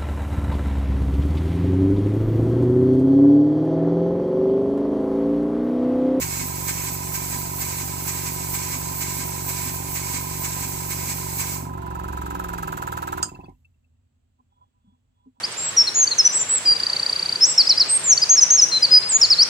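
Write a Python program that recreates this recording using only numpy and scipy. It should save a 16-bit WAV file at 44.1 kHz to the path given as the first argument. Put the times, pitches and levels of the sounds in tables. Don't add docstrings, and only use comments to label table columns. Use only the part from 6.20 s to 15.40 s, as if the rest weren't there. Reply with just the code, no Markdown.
import sys
import numpy as np
from scipy import signal
from scipy.fft import rfft, irfft, next_fast_len
from scipy.io import wavfile
from scipy.ndimage import uniform_filter1d

SR = 44100
rng = np.random.default_rng(int(sys.argv[2]) if len(sys.argv) > 2 else 0)


def volts(x):
    e = np.asarray(x, float) / 20
    return 10 ** e


def transcribe(u):
    v = np.clip(np.atleast_2d(u).T, -1, 1)
    q = np.round(v * 32767).astype(np.int16)
    wavfile.write(sys.argv[1], SR, q)


N = 405719
T = np.arange(N) / SR
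REST_S = 7.34
MOVING = np.clip((REST_S - T) / 0.035, 0, 1)

# t/s, impulse level/dB
SNAP = [(7.0277, -27.5)]
SNAP_S = SNAP[0][0]
# f/Hz, relative level/dB, t60/s
HOUSING = [(70, -11, 0.079), (112, -15, 0.024), (176, -4.5, 0.053), (258, -11, 0.073), (286.3, -9, 0.089),
           (364, -7.5, 0.071)]
# f/Hz, relative level/dB, t60/s
CASING = [(550, -10, 0.022), (664, -8, 0.021), (802, -6.5, 0.061), (854, -6, 0.045), (917, -0.5, 0.04),
          (1049, -3, 0.042), (982, 2, 0.049)]
# free level/dB, limit of the change with load/dB, load for two thirds of it,
# change at the snap/dB, slope after it/(dB/s)
RING_LAW = (-39, -1.5, 4.5, -5, -35.5)


def compressor():
    # t/s, load (0 free, 1 straining, 2 near stall)
    load_course = [(5.47, 0.043), (5.7, 0.4), (6.1, 1.1), (6.8, 2.07), (7.08, 1.53)]
    turns, load = shaft(), curves(load_course)[0]
    whole = np.arange(int(turns[-1]) + 1)
    opening = np.interp(whole[1:] - .09, turns, T)
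    spit = valve_spit(turns)
    return (hum(turns, load) + casing_blows(turns, load, whole) + coasting()
            + valve_clack(opening, spit, load) + valve_air(opening, spit, load) + whir(load))


def shaft():
    # t/s, speed/(turns/s)
    speed = [(0, 23.601), (5.45, 23.601), (5.8, 22.645), (6.1, 22.373), (6.7, 19.85), (7.03, 19.56)]
    first_turn, coast_hz, brake_hz_per_s = .384, 17.4, 32
    free = T - SNAP_S
    coast = (coast_hz - brake_hz_per_s * free) * (T < REST_S) + 1e-3
    hz = np.where(free < 0, curves(speed)[0], coast)
    return first_turn + np.cumsum(hz) / SR


def effort(law, load):
    free_db, limit_db, knee, cut_db, fade_db = law
    off = T - SNAP_S - .02
    change_db = limit_db * (1 - np.exp(-load / knee))
    return free_db + change_db + (cut_db + fade_db * off) * np.clip(off / 0.033, 0, 1)


def hum(turns, load):
    thumps = [(0, .435, .995, -.28), (1, .48, .86, .07), (2, .48, .81, .16)]
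    # f/Hz, half width/Hz, rms level at the peak/dB
    resonances = [(42.9, 2.9, -41), (66.57, 4.23, -34), (79.2, 2, -37), (93.8, 2.5, -42), (117.3, 9.5, -39),
                  (143.3, 8.3, -40.5), (168.3, 10.9, -38.5), (204, 5.5, -47.5), (258, 8.8, -51),
                  (288.7, 5, -42), (315.5, 15, -45), (369.8, 14.8, -42.5), (426, 5.1, -52),
                  (449.5, 5.2, -62), (520, 11, -54.5), (562.5, 6, -54.5), (614, 7.5, -55), (661, 8, -55),
                  (692, 14, -61.5), (773, 15, -51), (818.7, 11, -47), (870, 12, -52), (910, 9.7, -46.5),
                  (995, 10, -45), (1044, 12, -46.5), (1080, 12, -55.5)]
    second_size, second_lean, multiples = .8, .2, 46
    bass_below_hz, bass_db = 160, -4.5
    shade_above_hz, shade_db = 810, -6.5
    thin_above_hz, thin_db, waver_db = 460, -1.5, 0.9
    late_above_hz, late_rad = 220, 0.63
    slow = slice(0, None, 100)
    first, second, lean = curves(thumps, load[slow])
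    hz = np.gradient(turns)[slow] * SR
    turn = np.exp(2j * np.pi * turns)
    out, multiple = 0, 1
    for k in range(1, multiples + 1):
        multiple = multiple * turn
        pair = np.exp(2j * np.pi * (lean - k * first))
        pair = pair + second_size * np.exp(2j * np.pi * (second_lean - k * second))
        boom = sum((-1) ** j * volts(db) / (1 + ((k * hz - f) / w) ** 2)
                   for j, (f, w, db) in enumerate(resonances))
        strain_db = thin_db / (1 + (thin_above_hz / (k * hz)) ** 12) + waver_db * walk(9)[slow]
        sag_db = bass_db * np.maximum(load[slow] - 1, 0) / (1 + (k * hz / bass_below_hz) ** 8)
        size = np.sqrt(2) * abs(boom) * volts(load[slow] * strain_db + sag_db)
        wave = np.interp(T, T[slow], size * pair / abs(pair)) * multiple
        late = late_rad / (1 + (late_above_hz / (k * hz[0])) ** 6)
        shade = volts(shade_db / (1 + (shade_above_hz / (k * hz[0])) ** 16))
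        out = out + np.array([(wave * np.exp(-1j * late)).real * shade, wave.real])
    return out * np.clip((SNAP_S + 0.028 - T) / 0.033, 0, 1)


def casing_blows(turns, load, whole):
    # phase/turn, relative level/dB
    blows = [(0.358, -7), (0.471, 4.5), (0.861, 2.5)]
    ring_db = effort(RING_LAW, load)
    force = np.zeros(N)
    for share, db in blows:
        at = whole + share + 0.0054 * rng.standard_normal(len(whole))
        at = np.interp(at[(at > turns[0]) & (at < turns[-1])], turns, T)
        force += clicks(at, db + np.interp(at, T, ring_db) + 2.9 * rng.standard_normal(len(at)))
    return volts(-2.5 + 1.5 * load) * indoors(ring(push(force, 0.00092), CASING), -1.9, .13)


def coasting():
    # t/s, impulse level/dB
    thumps = [(7.053, -29.5), (7.073, -28.5), (7.116, -29), (7.141, -34), (7.168, -39.5), (7.189, -29),
              (7.236, -32), (7.262, -42.5), (7.282, -30), (7.317, -46.5)]
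    modes = HOUSING + [(780, 0.5, 0.06), (990, -10.5, .035)]
    return ring(-push(clicks(*np.transpose(thumps)), 0.0016), modes)


def valve_spit(turns):
    since = ((turns + 0.12) % 1) / np.maximum(np.gradient(turns) * SR, 1)
    return since / .002 * np.exp(-since / 0.0052)


def valve_clack(opening, spit, load):
    # delay after opening/s, relative level/dB
    bounces = [(.004, -2.5), (.0065, -11), (.014, -10), (0.019, -14)]
    # f/Hz, relative level/dB, t60/s
    head = [(965, 2, 0.035), (1187, 1.5, 0.018), (1296, 4.5, 0.028), (1453, 2, .022), (1550, 1.5, 0.018),
            (1750, 0, 0.02), (1771, -8.5, 0.034), (2540, -27.5, 0.025)]
    clack_law = (-48.5, 16, .7, -14.5, -80)
    plate = np.zeros(N)
    for delay, db in bounces:
        chance = rng.standard_normal((len(opening), 2))
        plate += clicks(opening + delay + .0001 * chance[:, 0], db + .8 * chance[:, 1])
    hard = np.clip(.4 * load, 0, 1)
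    landing = (1 - hard) * push(plate, 0.00051) + hard * push(plate, 0.0004)
    landing = lowpass(landing, 4, 1900)
    clack = level(ring(landing + .008 * spit * rng.standard_normal(N), head), 0)
    return indoors(clack * volts(effort(clack_law, load)) * MOVING, -12, .13)


def valve_air(opening, spit, load):
    # f/Hz, gain/dB
    puff = [(1120, -29.5), (1900, -1), (2360, -5.5), (2560, -1), (2770, -4.5), (3900, -8.5), (5490, -11),
            (8010, -1.5), (9330, -16), (12100, -6), (13600, -5.5), (15300, -9.5), (16300, -29.5)]
    # f/Hz, relative level/dB, t60/s
    pipe = [(6820, 0, .015), (8260, -2, .015), (12300, -1, .012), (13800, -1, .012)]
    # f/Hz, relative level/dB, t60/s
    fittings = [(2150, -4.5, .03), (2620, 0, 0.033), (3830, -2, .025), (4550, -3.5, .02)]
    air_law = (-63.5, 20, 0.95, -2, -44)
    gush = (spit * volts(-220 * np.maximum(T - SNAP_S, 0)) + .04) * noise(0.13)
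    seep = lowpass(colour(noise(.3), puff), 2, 3800)
    chatter = ring((rng.random(N) < 90 / SR) * rng.standard_normal(N), fittings)
    chance = rng.standard_normal((len(opening), 2))
    jolts = clicks(opening + .016 + .002 * chance[:, 0], 3.0 * chance[:, 1] - 60 * (opening > SNAP_S))
    loose = level(chatter, 0) + level(ring(jolts, fittings), 4.5)
    between = level(seep, 1.5) * volts(-4.5 * load) + level(loose, -13)
    between = between * MOVING * volts(-11 * (T > SNAP_S))
    whistle = level(ring(np.gradient(gush, axis=1), pipe), -11.5)
    air = level(colour(gush, puff), 0) + between + whistle
    return indoors(air * volts(effort(air_law, load)), -7.0, .11)


def whir(load):
    whir_db = effort(RING_LAW, load) - 4.8 * (T > SNAP_S) - 1.6 * load
    sound = level(ring(rng.standard_normal(N), HOUSING + CASING), -3.5) * volts(whir_db)
    return indoors(sound * MOVING, -0.84, 0.092)


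def engine():
    # t/s, level change at the start of the chuff/dB, impulse level of the turn's knock/dB
    crank_starts = [(0.014, -0.5, -30.5), (0.4813, -0.5, -38), (0.9434, -2.7, -36), (1.4078, -1.5, -36),
                    (1.8758, -2, -38.5), (2.3394, -0.7, -33.5), (2.809, -1.5, -34.5), (3.2852, -2.5, -33),
                    (3.7534, -2, -35.5), (4.238, -3, -35), (4.7069, -2, -32), (5.1906, -2, -32)]
    # f/Hz, gain/dB
    exhaust_tone = [(650, -43.5), (1100, -3.5), (1410, -15.5), (1560, -3.5), (1830, -10), (2200, -2),
                    (3500, -12.5), (3890, -8.5), (5500, -4.5), (6410, -1.5), (7060, 1), (7630, 4),
                    (8080, 3), (9160, -36), (11000, -13), (14300, -64), (22000, -120)]
    # f/Hz, relative level/dB, t60/s
    port = [(2480, -6, 0.02), (6800, -7, 0.029), (7700, -8.5, 0.055), (7500, -6.5, 0.007)]
    # f/Hz, gain/dB
    leak_tone = [(5000, -9), (8500, 2.5), (8840, 0), (9700, 0), (10600, 1.5), (12000, 8), (12900, 2),
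                 (13700, 6.5), (15300, 5.5), (16000, -47.5)]
    # f/Hz, relative level/dB, t60/s
    board = [(250, 5, 0.16), (281, 3.5, 0.12)]
    last_turn_s = 0.64
    knock_at, slack_at, slack_db = .455, .36, 1
    air_db, shut_off_s, fade_db_per_s = 2, 5.352, -170
    s, chuff_db, knock_db = np.transpose(crank_starts)
    s = np.concatenate([[2 * s[0] - s[1]], s, [s[-1] + last_turn_s]])
    crank = np.interp(T, s, np.arange(len(s))) % 1
    exhaust_db, leak_db, top_db = stroke(crank)
    exhaust_db = exhaust_db + np.interp(T, s[1:-1], chuff_db) * np.exp(-crank / 0.097)
    jet = noise(0.56)
    whistle = level(ring(np.gradient(jet, axis=1), port), -54.5)
    jet = level(colour(jet, exhaust_tone), -32.5) + whistle
    low = lowpass(jet, 2, 3200)
    exhaust = jet + low * (volts(.5 * exhaust_db + 2.5) - 1)
    exhaust = exhaust * volts(exhaust_db + 0.8 * walk(21.95))
    leak = level(colour(noise(0.75), leak_tone), -36.5)
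    top = colour(leak, [(12500, -40), (13100, 0)])
    leak = (leak + top * (volts(top_db) - 1)) * volts(leak_db + 0.63 * walk(18))
    hiss = (exhaust + leak) * volts(air_db + fade_db_per_s * np.maximum(T - shut_off_s, 0))
    start, turn = s[1:-1], np.diff(s)[1:]
    blows = clicks(start + knock_at * turn, knock_db)
    blows = blows + clicks(start + slack_at * turn, knock_db + slack_db)
    return indoors(hiss, -3.0, .08) + ring(push(blows, 0.0041), board)


def stroke(crank):
    # phase/turn, width/turn, exhaust change/dB, gland leak change/dB,
    # extra change of the leak's top/dB
    swells = [(.022, 0.025, 7.5, 4, -1), (.23, .04, 1, -0.1, 0.2), (.37, 0.04, -1.5, 3, -0.5),
              (.41, 0.04, 4, -1, -1), (.55, .035, -1, 3, 2), (.92, 0.04, -2, 2.2, 0.5),
              (.98, .03, 0, 0.5, 5)]
    out_db, return_db, leak_out_db, leak_return_db, return_at = -3.5, -6, -1.5, -3, .46
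    back = np.clip((crank - return_at) / 0.0088, 0, 1) * np.clip((1 - crank) / 0.0067, 0, 1)
    exhaust_db = out_db + (return_db - out_db) * back
    leak_db = leak_out_db + (leak_return_db - leak_out_db) * back
    top_db = 0
    for share, width, a_db, b_db, c_db in swells:
        bell = np.exp(-(((crank - share + .5) % 1 - .5) / width) ** 2 / 2)
        exhaust_db, leak_db, top_db = exhaust_db + a_db * bell, leak_db + b_db * bell, top_db + c_db * bell
    return exhaust_db, leak_db, top_db


def switch():
    # f/Hz, relative level/dB, t60/s
    modes = [(1266, -14, 0.02), (1890, -20.5, .006), (2650, -14, 0.013), (3160, -8.5, .008),
             (4100, -12, 0.0056), (4790, -3, 0.022), (4970, -2, 0.025), (5490, -7.5, 0.014),
             (6480, -4, 0.044), (6600, -12, 0.04), (6750, -6.5, .03), (7150, 0, 0.05), (7330, -2, 0.04),
             (7500, 0, 0.008), (8060, -8.5, .03), (8200, -7.5, 0.051), (9830, -14, 0.03),
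             (13800, -15.5, 0.0101)]
    # t/s, peak level at the source/dB, f/Hz
    tick_list = [(7.091, -46, 2640), (7.147, -42, 2650), (7.148, -58, 4750), (7.148, -60, 4150),
                 (7.165, -54, 1730), (7.168, -48, 980), (7.195, -48, 780), (7.206, -47, 2620),
                 (7.241, -58, 4550), (7.24, -58, 3430), (7.255, -45, 2600), (7.263, -52, 1070),
                 (7.285, -63, 2150), (7.288, -45, 796), (7.3, -71, 2160), (7.347, -72, 2700),
                 (7.447, -50.5, 2650), (7.541, -74, 2700), (7.642, -67, 2650), (7.752, -79, 2700)]
    i = np.arange(600)
    rattle = 0.15 * rng.standard_normal(600) * np.exp(-i / 90.0) + 4.3 * (i == 0)
    snap = signal.fftconvolve(clicks(*np.transpose(SNAP)), rattle)[:N]
    snap = indoors(indoors(ring(snap, modes), -6, 0.15), -23.5, 0.27)
    scratch = np.gradient(push(rng.standard_normal(600), .0001))[:600] * np.hanning(600)
    ticks = 0
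    for s, db, hz in tick_list:
        ticks = ticks + narrow(clicks([s], [db]), hz, 0.027)
        ticks = ticks + signal.fftconvolve(clicks([s], [db - 13]), scratch)[:N]
    return snap + indoors(ticks, -12, 0.036) * volts([[3], [-3]])


def hand():
    # t/s, peak level/dB, f/Hz
    bump_list = [(8.19, -64, 250), (8.642, -55, 240), (8.672, -50, 200), (8.72, -59, 245),
                 (9.057, -46, 258), (9.059, -61, 430), (9.068, -43.5, 258), (9.181, -59, 240)]
    # f/Hz, width/Hz, relative level/dB
    wheel = [(805, 51, -5), (994, 51, 7), (583, 250, -14), (1346, 90, -19)]
    # loudest t/s, length/s, rub gain/dB, squeak gain of the spindle/dB
    nudges = [(8.201, 0.019, -66, -100), (8.33, .03, -74, -83), (8.417, 0.071, -65.5, -82),
              (8.58, 0.075, -83, -101.5), (8.683, 0.052, -77, -82), (8.745, .07, -80, -90),
              (8.885, .04, -87, -105), (8.991, 0.055, -76, -83), (9.065, .07, -75, -100),
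              (9.181, 0.039, -71, -92)]
    out = sum(narrow(clicks([s], [db]), hz, 0.062) for s, db, hz in bump_list)
    rub = sum(level(narrow(rng.standard_normal(N), hz, 1.73 / w), db) for hz, w, db in wheel)
    phase = 2 * np.pi * np.cumsum(3400 + 18 * walk(90)) / SR
    squeak = level(np.sin(phase) * volts(1.5 * walk(60)), 0)
    for s, length, rub_db, squeak_db in nudges:
        out = out + np.exp(-(2 * (T - s) / length) ** 2) * volts(rub_db) * rub
        out = out + np.exp(-((T - s) / length) ** 2) * volts(squeak_db) * squeak
    return out


def room():
    # f/Hz, gain/dB
    tone = [(100, -41.5), (170, -16), (249, 4.5), (312, -13), (1380, -21), (2300, -25.5), (2480, -22.5),
            (2890, -22), (5840, -33), (7920, -20), (8870, -41), (16000, -37)]
    rumble_db, settle_db, settle_s = -68, 18.5, 0.11
    modes = [(45.05, -9.5, 0.41), (90.3, -6.0, 0.33), (124, -4.5, 0.1), (245, -13.5, 0.11)]
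    air = level(colour(noise(0.14), tone), -76.5)
    rumble = level(ring(rng.standard_normal(N), modes), 0)
    settling = np.exp(-np.maximum(T - REST_S + 0.046, 0) / settle_s)
    throb = level(ring(rng.standard_normal(N), [(80, 0, .3)]), -61.5)
    throb = throb * volts(-12 * np.maximum(T - REST_S, 0))
    return air + throb + rumble * volts(rumble_db + settle_db * settling)


def level(x, db):
    return x * volts(db) / np.sqrt(np.mean(x ** 2))


def curves(table, at=T):
    s, *columns = np.transpose(table)
    return [np.interp(at, s, c) for c in columns]


def lowpass(x, order, hz):
    return signal.sosfilt(signal.butter(order, hz, fs=SR, output="sos"), x)


def colour(x, table, share=1):
    hz, db = np.transpose(table)
    size = next_fast_len(N + 8192)
    f = np.log(np.fft.rfftfreq(size, 1 / SR) + 1)
    gain = volts(share * np.interp(f, np.log(hz), db))
    return irfft(rfft(x, size) * gain, size)[..., :N]


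def clicks(s, db):
    at = np.asarray(s) * SR
    i = at.astype(int)
    early = np.bincount(i, volts(db) * (1 - at + i), N + 1)[:N]
    return early + np.bincount(i + 1, volts(db) * (at - i), N + 1)[:N]


def ring(x, modes):
    out = 0
    for k, (hz, db, t60) in enumerate(modes):
        pole = np.exp((2j * np.pi * hz - np.log(1000) / t60) / SR)
        out = out + (-1) ** k * volts(db) * signal.lfilter([1], [1, -pole], x).imag
    return out


def narrow(x, hz, t60):
    twice = ring(ring(x, [(hz, 0, t60)]), [(hz, 0, t60)])
    return twice * np.max(abs(x)) / np.max(abs(twice))


def push(x, seconds):
    bell = np.hanning(int(seconds * SR) + 2)
    return signal.fftconvolve(x, bell / bell.sum())[:N]


def walk(rate):
    k = int(SR / rate)
    steps = np.repeat(rng.standard_normal(N // k + 1), k)
    return 1.3 * uniform_filter1d(uniform_filter1d(steps, k), k)[:N]


def noise(alike):
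    a = np.clip(alike, 0, 1)
    return np.sqrt(a) * rng.standard_normal(N) + np.sqrt(1 - a) * rng.standard_normal((2, N))


def indoors(x, wet_db, t60):
    t = np.arange(int(t60 * SR)) / SR
    tail = rng.standard_normal((2, len(t))) * volts(-60 * t / t60) * (t > .002)
    tail = tail / np.sqrt(np.sum(tail ** 2, axis=1, keepdims=True))
    return x + volts(wet_db) * signal.fftconvolve(np.atleast_2d(x), tail, axes=1)[:, :N]


def scene():
    # f/Hz, left minus right level/dB
    tilt = [(60, -2), (110, 0), (200, 0.5), (380, -1), (700, -6), (1290, -3), (2380, -0.5), (4400, -5.5),
            (8120, -3.5), (15000, -7.5)]
    left_lag = 21
    left, right = compressor() + engine() + switch() + hand() + room()
    left = np.append(np.zeros(left_lag), left[:-left_lag])
    return np.array([colour(left, tilt, share=.5), colour(right, tilt, share=-.5)])


def band_limit(x):
    return signal.sosfilt(signal.butter(12, 16840, fs=SR, output="sos"), x)


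def record(dry):
    mix = signal.sosfilt(signal.butter(2, 40, "high", fs=SR, output="sos"), dry)
    return band_limit(mix)


dry = scene()
out = record(dry)
transcribe(out)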